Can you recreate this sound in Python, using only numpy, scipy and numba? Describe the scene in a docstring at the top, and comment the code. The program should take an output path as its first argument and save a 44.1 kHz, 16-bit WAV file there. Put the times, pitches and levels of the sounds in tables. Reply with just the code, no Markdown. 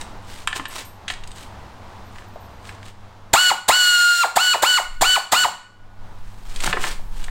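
"""An air ratchet on a hose, close to the microphone, spins up six times as bolts are run into an engine stand:
its vanes chop the exhaust into a whine over a hiss of air, and its gears rattle.
Around it steel knocks and ticks, loose bolts chink, a thread squeaks, gloves scuff and dull bumps land, in a
small hard garage. Behind are mains hum, a distant road and draught on the microphone; the recorder's gain
control ducks everything when it gets loud."""
import sys
import numpy as np
from scipy import signal
from scipy.fft import rfft, irfft, next_fast_len
from scipy.io import wavfile
from scipy.ndimage import uniform_filter1d
from numba import njit

SR = 44100
rng = np.random.default_rng(int(sys.argv[2]) if len(sys.argv) > 2 else 0)


def wrap_up_sound(samples):
    """Save the sound to the file named by the first command line argument, as 16-bit audio."""
    columns = np.atleast_2d(samples).T
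    # keep every value between -1 and 1, then stretch to whole-number steps
    tamed = np.clip(columns, -1, 1)
    steps = np.round(tamed * 32767).astype(np.int16)
    wavfile.write(sys.argv[1], SR, steps)


N = 321908
T = np.arange(N) / SR  # time, s

# Event levels are those before the room and the gain control; spectra give relative levels.
# distant road spectrum: pitch_hz, level_db (per Hz)
ROAD = [(35, -12), (70, 1.5), (120, -9), (155, -10.5), (200, -9.5), (400, -14.5), (600, -13), (900, -8.5),
        (1400, -16.5), (2400, -24.5), (4000, -27.5), (8300, -38.5), (10500, -44), (16000, -47.5)]
# cars passing on the road: nearest_s, half_length_s, rise_db
CARS = [(0, 0.44, 8.5), (1.95, 1, 7)]
# mains lines: pitch_hz, level_db
HUM = [(100, -48.5), (200, -59)]
# air buffeting the microphone, spectrum: pitch_hz, level_db (per Hz)
BUFFET = [(6, -7.5), (12, -1.5), (22, -9.5), (40, -24), (80, -45), (200, -45.5), (600, -72.5)]
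# gusts on top of the steady draught: strongest_s, half_length_s, level_db
GUSTS = [(0, 0.56, -39.5), (1.317, 0.18, -37.5), (4.988, 0.13, -9), (7.09, 0.82, -21)]
# garage reverberation: pitch_hz, t60_s
GARAGE = [(200, 0.62), (700, 0.29), (1500, 0.41), (4000, 0.39), (8000, 0.37), (15000, 0.22)]
# engine parts ringing on in sympathy: pitch_hz, level_db (at resonance), t60_s
SYMPATHY = [(1456, -21, 2.5), (1467, -21, 2.2), (2371, -10, 1.4), (4460, -23, 1.0)]
# gloves, hose and shoes scuffing: middle_s, half_length_s, level_db
SCUFFS = [(0.015, 0.018, -39), (0.35, 0.082, -40), (0.566, 0.018, -29.5), (0.764, 0.053, -30.5),
          (1.112, 0.011, -36), (1.406, 0.056, -41.5), (2.177, 0.077, -52.5), (2.681, 0.041, -43),
          (2.87, 0.033, -44.5), (6.31, 0.16, -56.5), (6.573, 0.11, -41.5), (6.662, 0.054, -26),
          (6.862, 0.063, -26.5), (7.213, 0.073, -42.5)]
# scuffing spectrum, before its treble tilt: pitch_hz, level_db (per Hz)
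SCUFF = [(90, -41), (200, -10.5), (450, -8.5), (1000, -3.5), (2000, -4), (3800, -4), (6000, -8.5),
         (8300, -6), (10500, -15.5), (16000, -19)]
# dull bumps of the hose and of a knee: start_s, peak_db, pitch_hz, t60_s
BUMPS = [(0.594, -28, 267, 0.12), (2.357, -27.5, 630, 0.078), (3.332, -22, 80, 0.045),
         (6.676, -23.5, 152, 0.16), (6.735, -20.5, 480, 0.12), (6.768, -20.5, 363, 0.066),
         (6.995, -33, 600, 0.037)]
# loose bolts chinking: start_s, peak_db
CHINKS = [(0.682, -36), (0.85, -40), (1.36, -57)]
# modes of a bolt, before each blow's scatter: pitch_hz, level_db, t60_s
BOLT = [(6200, -57, 0.27), (8050, 8, 0.36), (9400, 12, 0.16), (12730, 15, 0.25), (13900, -8, .2)]
# thin squeak of a thread turned by hand, before its wander: time_s, pitch_hz, level_db
SQUEAK = [(2.05, 13300, -66), (2.15, 15700, -73), (2.41, 14210, -67), (2.5, 12000, -66), (2.65, 11700, -73)]
# steel knocking on steel: start_s, peak_db, centre_hz, crack_t60_s
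KNOCKS = [(0.012, -20.5, 4000, 0.02), (0.473, -13.5, 6040, .012), (0.474, -4.5, 2190, 0.031),
          (0.528, -12, 1830, 0.021), (0.558, -18.5, 3280, .045), (0.596, -14.5, 1310, 0.031),
          (0.654, -16.5, 2270, 0.03), (1.08, -14, 2920, 0.061), (1.1, -14, 2080, 0.033),
          (2.653, -30.5, 3020, 0.017), (2.692, -22.5, 2330, 0.021), (2.829, -29.5, 2170, 0.015),
          (6.56, -21.5, 4540, 0.023), (6.603, -17, 4300, 0.039), (6.674, -8, 990, 0.035),
          (6.728, -5, 1520, 0.025), (6.77, -10.5, 810, 0.031), (6.839, -10, 1220, 0.028),
          (7.241, -22.5, 4240, 0.029), (7.282, -23, 1220, 0.028)]
# spells of light ticks from fiddling with socket and bolt: start_s, end_s, typical_peak_db, centre_hz
FIDDLING = [(1.11, 1.16, -25, 3600), (1.22, 1.429, -32.5, 4300), (2.135, 2.224, -30, 2000),
            (2.704, 2.755, -36, 4550), (2.85, 2.896, -28, 2960), (6.68, 6.767, -34, 1500)]
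# modes of the socket against the stand, before each blow's scatter: pitch_hz, level_db, t60_s
STEEL = [(742, 4, 0.087), (1050, 8, 0.037), (1125, -27.5, 0.039), (1570, 2, 0.033), (1743, 6.5, 0.055),
         (1883, 6.5, 0.026), (2460, -15.5, 0.079), (3250, -10.5, 0.05), (3000, -54, 0.059),
         (3670, -46, 0.049), (4790, -5.5, .08), (7500, -12, .07)]
# crack of a contact, spectrum: pitch_hz, level_db (per Hz)
CRACK = [(100, -15), (400, -15), (900, -1.5), (2000, -2), (3800, -4.5), (5500, -13), (8500, -2.5),
         (10500, -17.5), (16000, -20)]
# trigger pulls: pressed_s, released_s, free_vane_rate_hz, level_db, first_rush_db,
# seating_share (of speed lost as the bolt seats)
PULLS = [(3.33, 3.496, 1532, -6.5, 4.5, 0.00033), (3.679, 4.226, 1533, -2.5, 9.5, 0.031),
         (4.354, 4.53, 1530, -0.4, 7.5, 0.00024), (4.618, 4.77, 1526, 0, 11.5, 0.0002),
         (5.008, 5.153, 1543, -2.7, 13, 0.0012), (5.315, 5.435, 1535, -4.5, 13, 0.0023)]
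# exhaust port response that the vane harmonics sweep through: pitch_hz, level_db
PORT = [(430, -21.5), (600, 4), (820, 11.5), (1100, 5.5), (1300, 3.5), (1430, 7.5), (1500, 2.5),
        (2000, -0.5), (2820, -8.5), (3000, -1.5), (3500, -4), (4250, -5), (4500, -1.5), (5750, -17),
        (7100, -6), (8500, -2.5), (10000, 5.5)]
# exhaust hiss spectrum: pitch_hz, level_db (per Hz)
HISS = [(130, -44), (270, -37.5), (420, -13.5), (800, -12.5), (1700, 7.5), (2400, -2.5), (3400, 5),
        (4700, 5.5), (5900, -4.5), (7200, 9), (8400, 4), (10000, -5), (15500, -5.5)]

ROAD_DB, DRAUGHT_DB = -48, -43.5  # road between cars; steady draught
TICK_GAP_S, TICK_RANGE_DB, TICK_T60_S = .03, 5.8, .028  # mean spacing, greatest deviation, crack decay
VALVE_S, START_S = .0097, .0045  # time constant of the opening valve; delay of the rotor behind the air
SAG_SHARE, SAG_S = .078, .225  # share of speed lost as hose pressure droops, and its time scale
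SEAT_S = .02623  # time constant of the load growing as a bolt seats
FUNDAMENTAL_DB, OCTAVE_DB, OVERTONE_DB = -23, -12.5, -18  # vane harmonics, relative; the last is the third
FUNDAMENTAL_SAG_DB, OCTAVE_SAG_DB = 3, -2  # their change at full droop
OVERTONE_STEP_DB = -1.5  # change per harmonic above the third
OVERTONE_CUT, OVERTONE_RISE = 1.07, .75  # powers of air pressure, and of speed per harmonic number
LURCH = .12  # unevenness of a slow rotor, as a share of its speed


def undb(db):
    """Decibels to gain."""
    return 10 ** (np.asarray(db) / 20)


def unit(x):
    """Scale to rms 1."""
    return x / np.sqrt(np.mean(x ** 2))


def decay(t, t60):
    """Exponential decay by 60 dB in t60 seconds."""
    return np.exp(-np.log(1000) * t / t60)


def swell(middle_s, half_s):
    """A smooth rise and fall with a top of 1."""
    return np.exp(-((T - middle_s) / half_s) ** 2)


def curve(rows, axis=1):
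    """One column of a time table, at every sample."""
    rows = np.asarray(rows)
    return np.interp(T, rows[:, 0], rows[:, axis])


def at(points, hz):
    """Read a spectrum on a log-frequency axis."""
    f, value = np.transpose(points)
    return np.interp(np.log(np.maximum(hz, 1)), np.log(f), value)


def noise(points, size=N, tilt_db=0):
    """Noise of rms 1 with a given spectrum, tilted above 500 Hz by dB per octave."""
    padded = next_fast_len(size)
    hz = np.maximum(np.fft.rfftfreq(padded, 1 / SR), 1)
    gain = undb(at(points, hz) + tilt_db * np.log2(np.maximum(hz, 500)))
    white = rfft(rng.standard_normal(padded))
    return unit(irfft(white * gain, padded)[:size])


def walk(rate):
    """Smooth random wander with an rms of 1, taking about `rate` new values a second."""
    k = max(int(SR / rate), 2)
    steps = np.repeat(rng.standard_normal(N // k + 1), k)
    return unit(uniform_filter1d(steps, k)[:N])


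def add(out, start_s, x):
    """Mix a sound in at its time."""
    i = max(int(start_s * SR), 0)
    out[i:i + len(x)] += x[:max(N - i, 0)]


def add_peak(out, start_s, x, peak_db):
    """Mix a sound in at its time and peak level."""
    add(out, start_s, x * undb(peak_db) / np.abs(x).max())


def ring(modes, t):
    """Decaying modes; every blow lands elsewhere and weights them anew."""
    hz, db, t60 = np.transpose(modes)[:, :, None]
    weight, detune, turn = rng.standard_normal((3, len(modes), 1))
    waves = np.sin(2 * np.pi * (hz * (1 + 0.0088 * detune) * t + turn))
    return np.sum(undb(db + 2 * weight) * decay(t, t60) * waves, axis=0)


def distant_road():
    """Far tyre noise, swelling as cars pass."""
    passing_db = sum(db * swell(s, half_s) for s, half_s, db in CARS)
    return noise(ROAD) * undb(ROAD_DB + passing_db + 1.1 * walk(10))


def mains_hum():
    """Steady mains lines whose level wavers together."""
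    lines = sum(np.sqrt(2) * undb(db) * np.sin(2 * np.pi * hz * T) for hz, db in HUM)
    return undb(2 * walk(8)) * lines


def draught():
    """Air moving over the microphone: low buffeting that swells with the gusts."""
    strength = undb(DRAUGHT_DB) + sum(undb(db) * swell(s, half_s) for s, half_s, db in GUSTS)
    return noise(BUFFET) * strength


def garage(x, wet_db=-10, early_db=-13, early_s=0.012):
    """Close reflections, then the tail of a small hard room that decays differently in each band."""
    t = T[:SR]
    white, hz = rfft(rng.standard_normal(SR)), np.fft.rfftfreq(SR, 1 / SR)
    tail = 0
    for row, (_, t60) in zip(np.eye(len(GARAGE)), GARAGE):
        # each band's share fades out towards its neighbours
        share = at([(f, w) for (f, _), w in zip(GARAGE, row)], hz)
        tail = tail + irfft(white * share, SR) * decay(t, t60)
    early = rng.standard_normal(SR) * np.exp(-t / early_s)
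    late = undb(wet_db) * unit(tail * (t > .008))
    close = undb(early_db) * unit(early * (t > .002))
    return x + signal.fftconvolve(x, (late + close) / np.sqrt(SR))[:N]


def sympathy(x):
    """Lightly damped steel picks up the sound and rings on."""
    out = np.zeros(N)
    for hz, db, t60 in SYMPATHY:
        pole = np.exp((2j * np.pi * hz - np.log(1000) / t60) / SR)
        out += undb(db) * 2 * (1 - abs(pole)) * signal.lfilter([1], [1, -pole], x).imag
    return out


def scuffs(grain_db=3, catch_db=2):
    """Swells of friction, grainy where the surfaces catch and slip."""
    power = sum((undb(db) * swell(s, half_s)) ** 2 for s, half_s, db in SCUFFS)
    grain = unit(undb(grain_db * walk(1500) + catch_db * walk(110)))
    return noise(SCUFF, tilt_db=-1.44) * np.sqrt(power) * grain


def bumps():
    """Soft, heavy contacts: a low band of noise that dies quickly."""
    out, t = np.zeros(N), T[:2 ** 13]
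    for s, db, hz, t60 in BUMPS:
        band = [(hz / 3, -30), (hz, 0), (hz * 3, -30), (hz * 10, -65)]
        onset = 1 - np.exp(-t / 0.00029)
        add_peak(out, s, noise(band, size=len(t)) * decay(t, t60) * onset, db)
    return out


def bolt_chinks():
    """Loose bolts chink in the hand: a few high modes ring down."""
    out = np.zeros(N)
    for s, db in CHINKS:
        add_peak(out, s, ring(BOLT, T[:SR // 3]), db)
    return out


def thread_squeak():
    """A dry thread squeaks: one thin tone, unsteady in pitch and level."""
    hz = curve(SQUEAK) * (1 + 0.0043 * walk(200))
    turning = (T > SQUEAK[0][0]) & (T < SQUEAK[-1][0])
    level = undb(curve(SQUEAK, axis=2) + 7.9 * walk(40))
    return turning * level * np.sin(2 * np.pi * np.cumsum(hz) / SR)


def ticks():
    """Light contacts at uneven intervals during each spell of fiddling, as rows like those of the knocks."""
    rows = []
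    for start, end, db, centre_hz in FIDDLING:
        count = max(round((end - start) / TICK_GAP_S), 1)
        for k, (place, strength, colour) in enumerate(rng.uniform(-1, 1, (count, 3))):
            s = start + (end - start) * (k + .5 + .5 * place) / count
            rows.append((s, db + TICK_RANGE_DB * strength, centre_hz * 2 ** (.5 * colour), TICK_T60_S))
    return rows


def knocks(ring_db=-20, focus_db=4.5, contact_s=0.00062):
    """Each contact is a short crack and a ring of steel; soft contacts are dull, sharp ones bright."""
    out, t = np.zeros(N), T[:2 ** 14]
    hz = np.maximum(np.fft.rfftfreq(len(t), 1 / SR), 100)
    onset = 1 - np.exp(-(t / contact_s) ** 4)
    for s, db, centre_hz, t60 in KNOCKS + ticks():
        crack = noise(CRACK, size=len(t)) * decay(t, t60)
        hit = (crack + undb(ring_db) * ring(STEEL, t)) * onset
        # energy falls away on both sides of the centre
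        focus = undb(-focus_db * np.log2(hz / centre_hz) ** 2)
        add_peak(out, s, irfft(rfft(hit) * focus)[:len(t) // 2], db)
    return out


def trigger_pulls(spin_up_s=.0275, coast_s=.036, run_on_s=0.0018, shut_s=0.029, rush_s=0.012,
                  fade_s=0.048, stall_s=0.032):
    """Air and rotor through each pull: the motor races up as the valve opens and coasts down when it shuts."""
    speed, air, drive, rush, droop, full_hz, pull_db = np.zeros((7, N))
    for on, off, free_hz, db, rush_db, seating in PULLS:
        span = slice(int(on * SR), int((off + .3) * SR))
        since, after = np.maximum(T[span] - on, 0), np.maximum(T[span] - off, 0)
        opened = 1 - np.exp(-(since / VALVE_S) ** 2)
        spin_up = np.tanh(np.maximum(since - START_S, 0) / spin_up_s)
        speed[span] += spin_up * np.exp(-np.maximum(after - run_on_s, 0) / coast_s)
        air[span] += opened * np.exp(-after / shut_s)
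        drive[span] += opened * np.exp(-after / fade_s - (after / stall_s) ** 4)
        # the longer the pull, the lower the pressure in the hose and the slower the motor
        droop[span] = np.tanh(since / SAG_S)
        load = seating * np.exp(np.minimum(T[span] - off, 0) / SEAT_S)
        full_hz[span] = free_hz * (1 - SAG_SHARE * droop[span] - load)
        pull_db[span] = db
        # the pressure stored in the hose escapes first
        rush[span] += opened * undb(rush_db) * np.exp(-since / rush_s)
    return speed, air, drive, rush, droop, full_hz, pull_db


def vane_whine(hz, phase, speed, air, drive, rush, droop, pull_db, chatter_db=6, kick=0.37, shaft_db=-51):
    """Vanes passing the exhaust port make five harmonics, coloured by the port, over weak shaft lines."""
    on = drive > 1e-4
    harmonic_db = [FUNDAMENTAL_DB + FUNDAMENTAL_SAG_DB * droop[on], OCTAVE_DB + OCTAVE_SAG_DB * droop[on]]
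    harmonic_db += [OVERTONE_DB + OVERTONE_STEP_DB * k for k in range(3)]
    whine = np.zeros(N)
    for k in range(1, 6):
        # overtones need both speed and air pressure behind the vanes
        force = drive + kick * rush if k == 1 else air ** OVERTONE_CUT * speed ** (OVERTONE_RISE * k)
        # below full speed the vanes are not pressed firmly outwards and chatter
        chatter = chatter_db * np.sqrt(np.clip(1 - speed[on], 0, 1)) * walk(500)[on]
        db = pull_db[on] + harmonic_db[k - 1] + at(PORT, k * hz[on]) + chatter
        whine[on] += force[on] * undb(db) * np.sin(k * phase[on] + rng.uniform(0, 2 * np.pi))
    # four slightly unequal vanes leave weak lines at multiples of the shaft rate
    shaft = phase[on] / 4
    for k in range(2, 26):
        gain = undb(shaft_db + 2.53 * rng.standard_normal())
        whine[on] += air[on] * gain * np.sin(k * shaft + rng.uniform(0, 2 * np.pi))
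    return whine


def exhaust_hiss(phase, air, rush, pull_db, chop=0.18):
    """Turbulent exhaust air, chopped at the vane rate."""
    flow = air * undb(pull_db) + rush
    return noise(HISS) * flow * (1 + chop * np.cos(phase)) * undb(0.5 * walk(110))


def gear_clatter(air, drive, rush):
    """Gears rattle while they take up the drive and again as they run down."""
    rattle = rush + 2.0 * np.maximum(drive - air, 0)
    return noise(CRACK, tilt_db=-6) * rattle * undb(4.1 * walk(600))


def ratchet(whine_db=21, hiss_db=-4.5, clatter_db=-7, flutter=.002, jitter=0.004):
    """A vane motor driven by air: whine, hiss and clatter all follow the same rotor and trigger."""
    speed, air, drive, rush, droop, full_hz, pull_db = trigger_pulls()
    # a slow rotor turns unevenly
    lurch = LURCH * np.clip(1 - speed, 0, 1) * walk(600)
    hz = full_hz * speed * (1 + flutter * walk(70) + jitter * walk(1500) + lurch)
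    phase = 2 * np.pi * np.cumsum(hz) / SR
    whine = undb(whine_db) * vane_whine(hz, phase, speed, air, drive, rush, droop, pull_db)
    hiss = undb(hiss_db) * exhaust_hiss(phase, air, rush, pull_db)
    return whine + hiss + undb(clatter_db) * gear_clatter(air, drive, rush)


def scene():
    """Tool and handwork in the garage, over the background."""
    background = distant_road() + mains_hum() + draught()
    handwork = scuffs() + bumps() + bolt_chinks() + thread_squeak() + knocks()
    work = handwork + ratchet()
    return (garage(work) + sympathy(work) + background)[None]


@njit
def follow(power, attack, release):
    """An envelope that rises fast and sinks slowly."""
    out, e = np.empty(len(power)), 0.
    for i in range(len(power)):
        e += (power[i] - e) * (attack if power[i] > e else release)
        out[i] = e
    return out


def record(dry, ceiling_db=-13.0, attack_s=0.013, release_s=0.16, top_hz=15900):
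    """Gain control pulls loud sounds down and recovers slowly; peaks are rounded and the top is cut."""
    power = uniform_filter1d(dry[0] ** 2, size=256)
    envelope = follow(power, 1 / (attack_s * SR), 1 / (release_s * SR))
    gain = 1 / np.sqrt(np.maximum(envelope / undb(ceiling_db) ** 2, 1))
    rounded = 1.15 * np.tanh(dry * gain / 1.15)
    top_cut = signal.ellip(10, .2, 70, top_hz, fs=SR, output="sos")
    return signal.sosfilt(top_cut, rounded)


dry = scene()
out = record(dry)
wrap_up_sound(out)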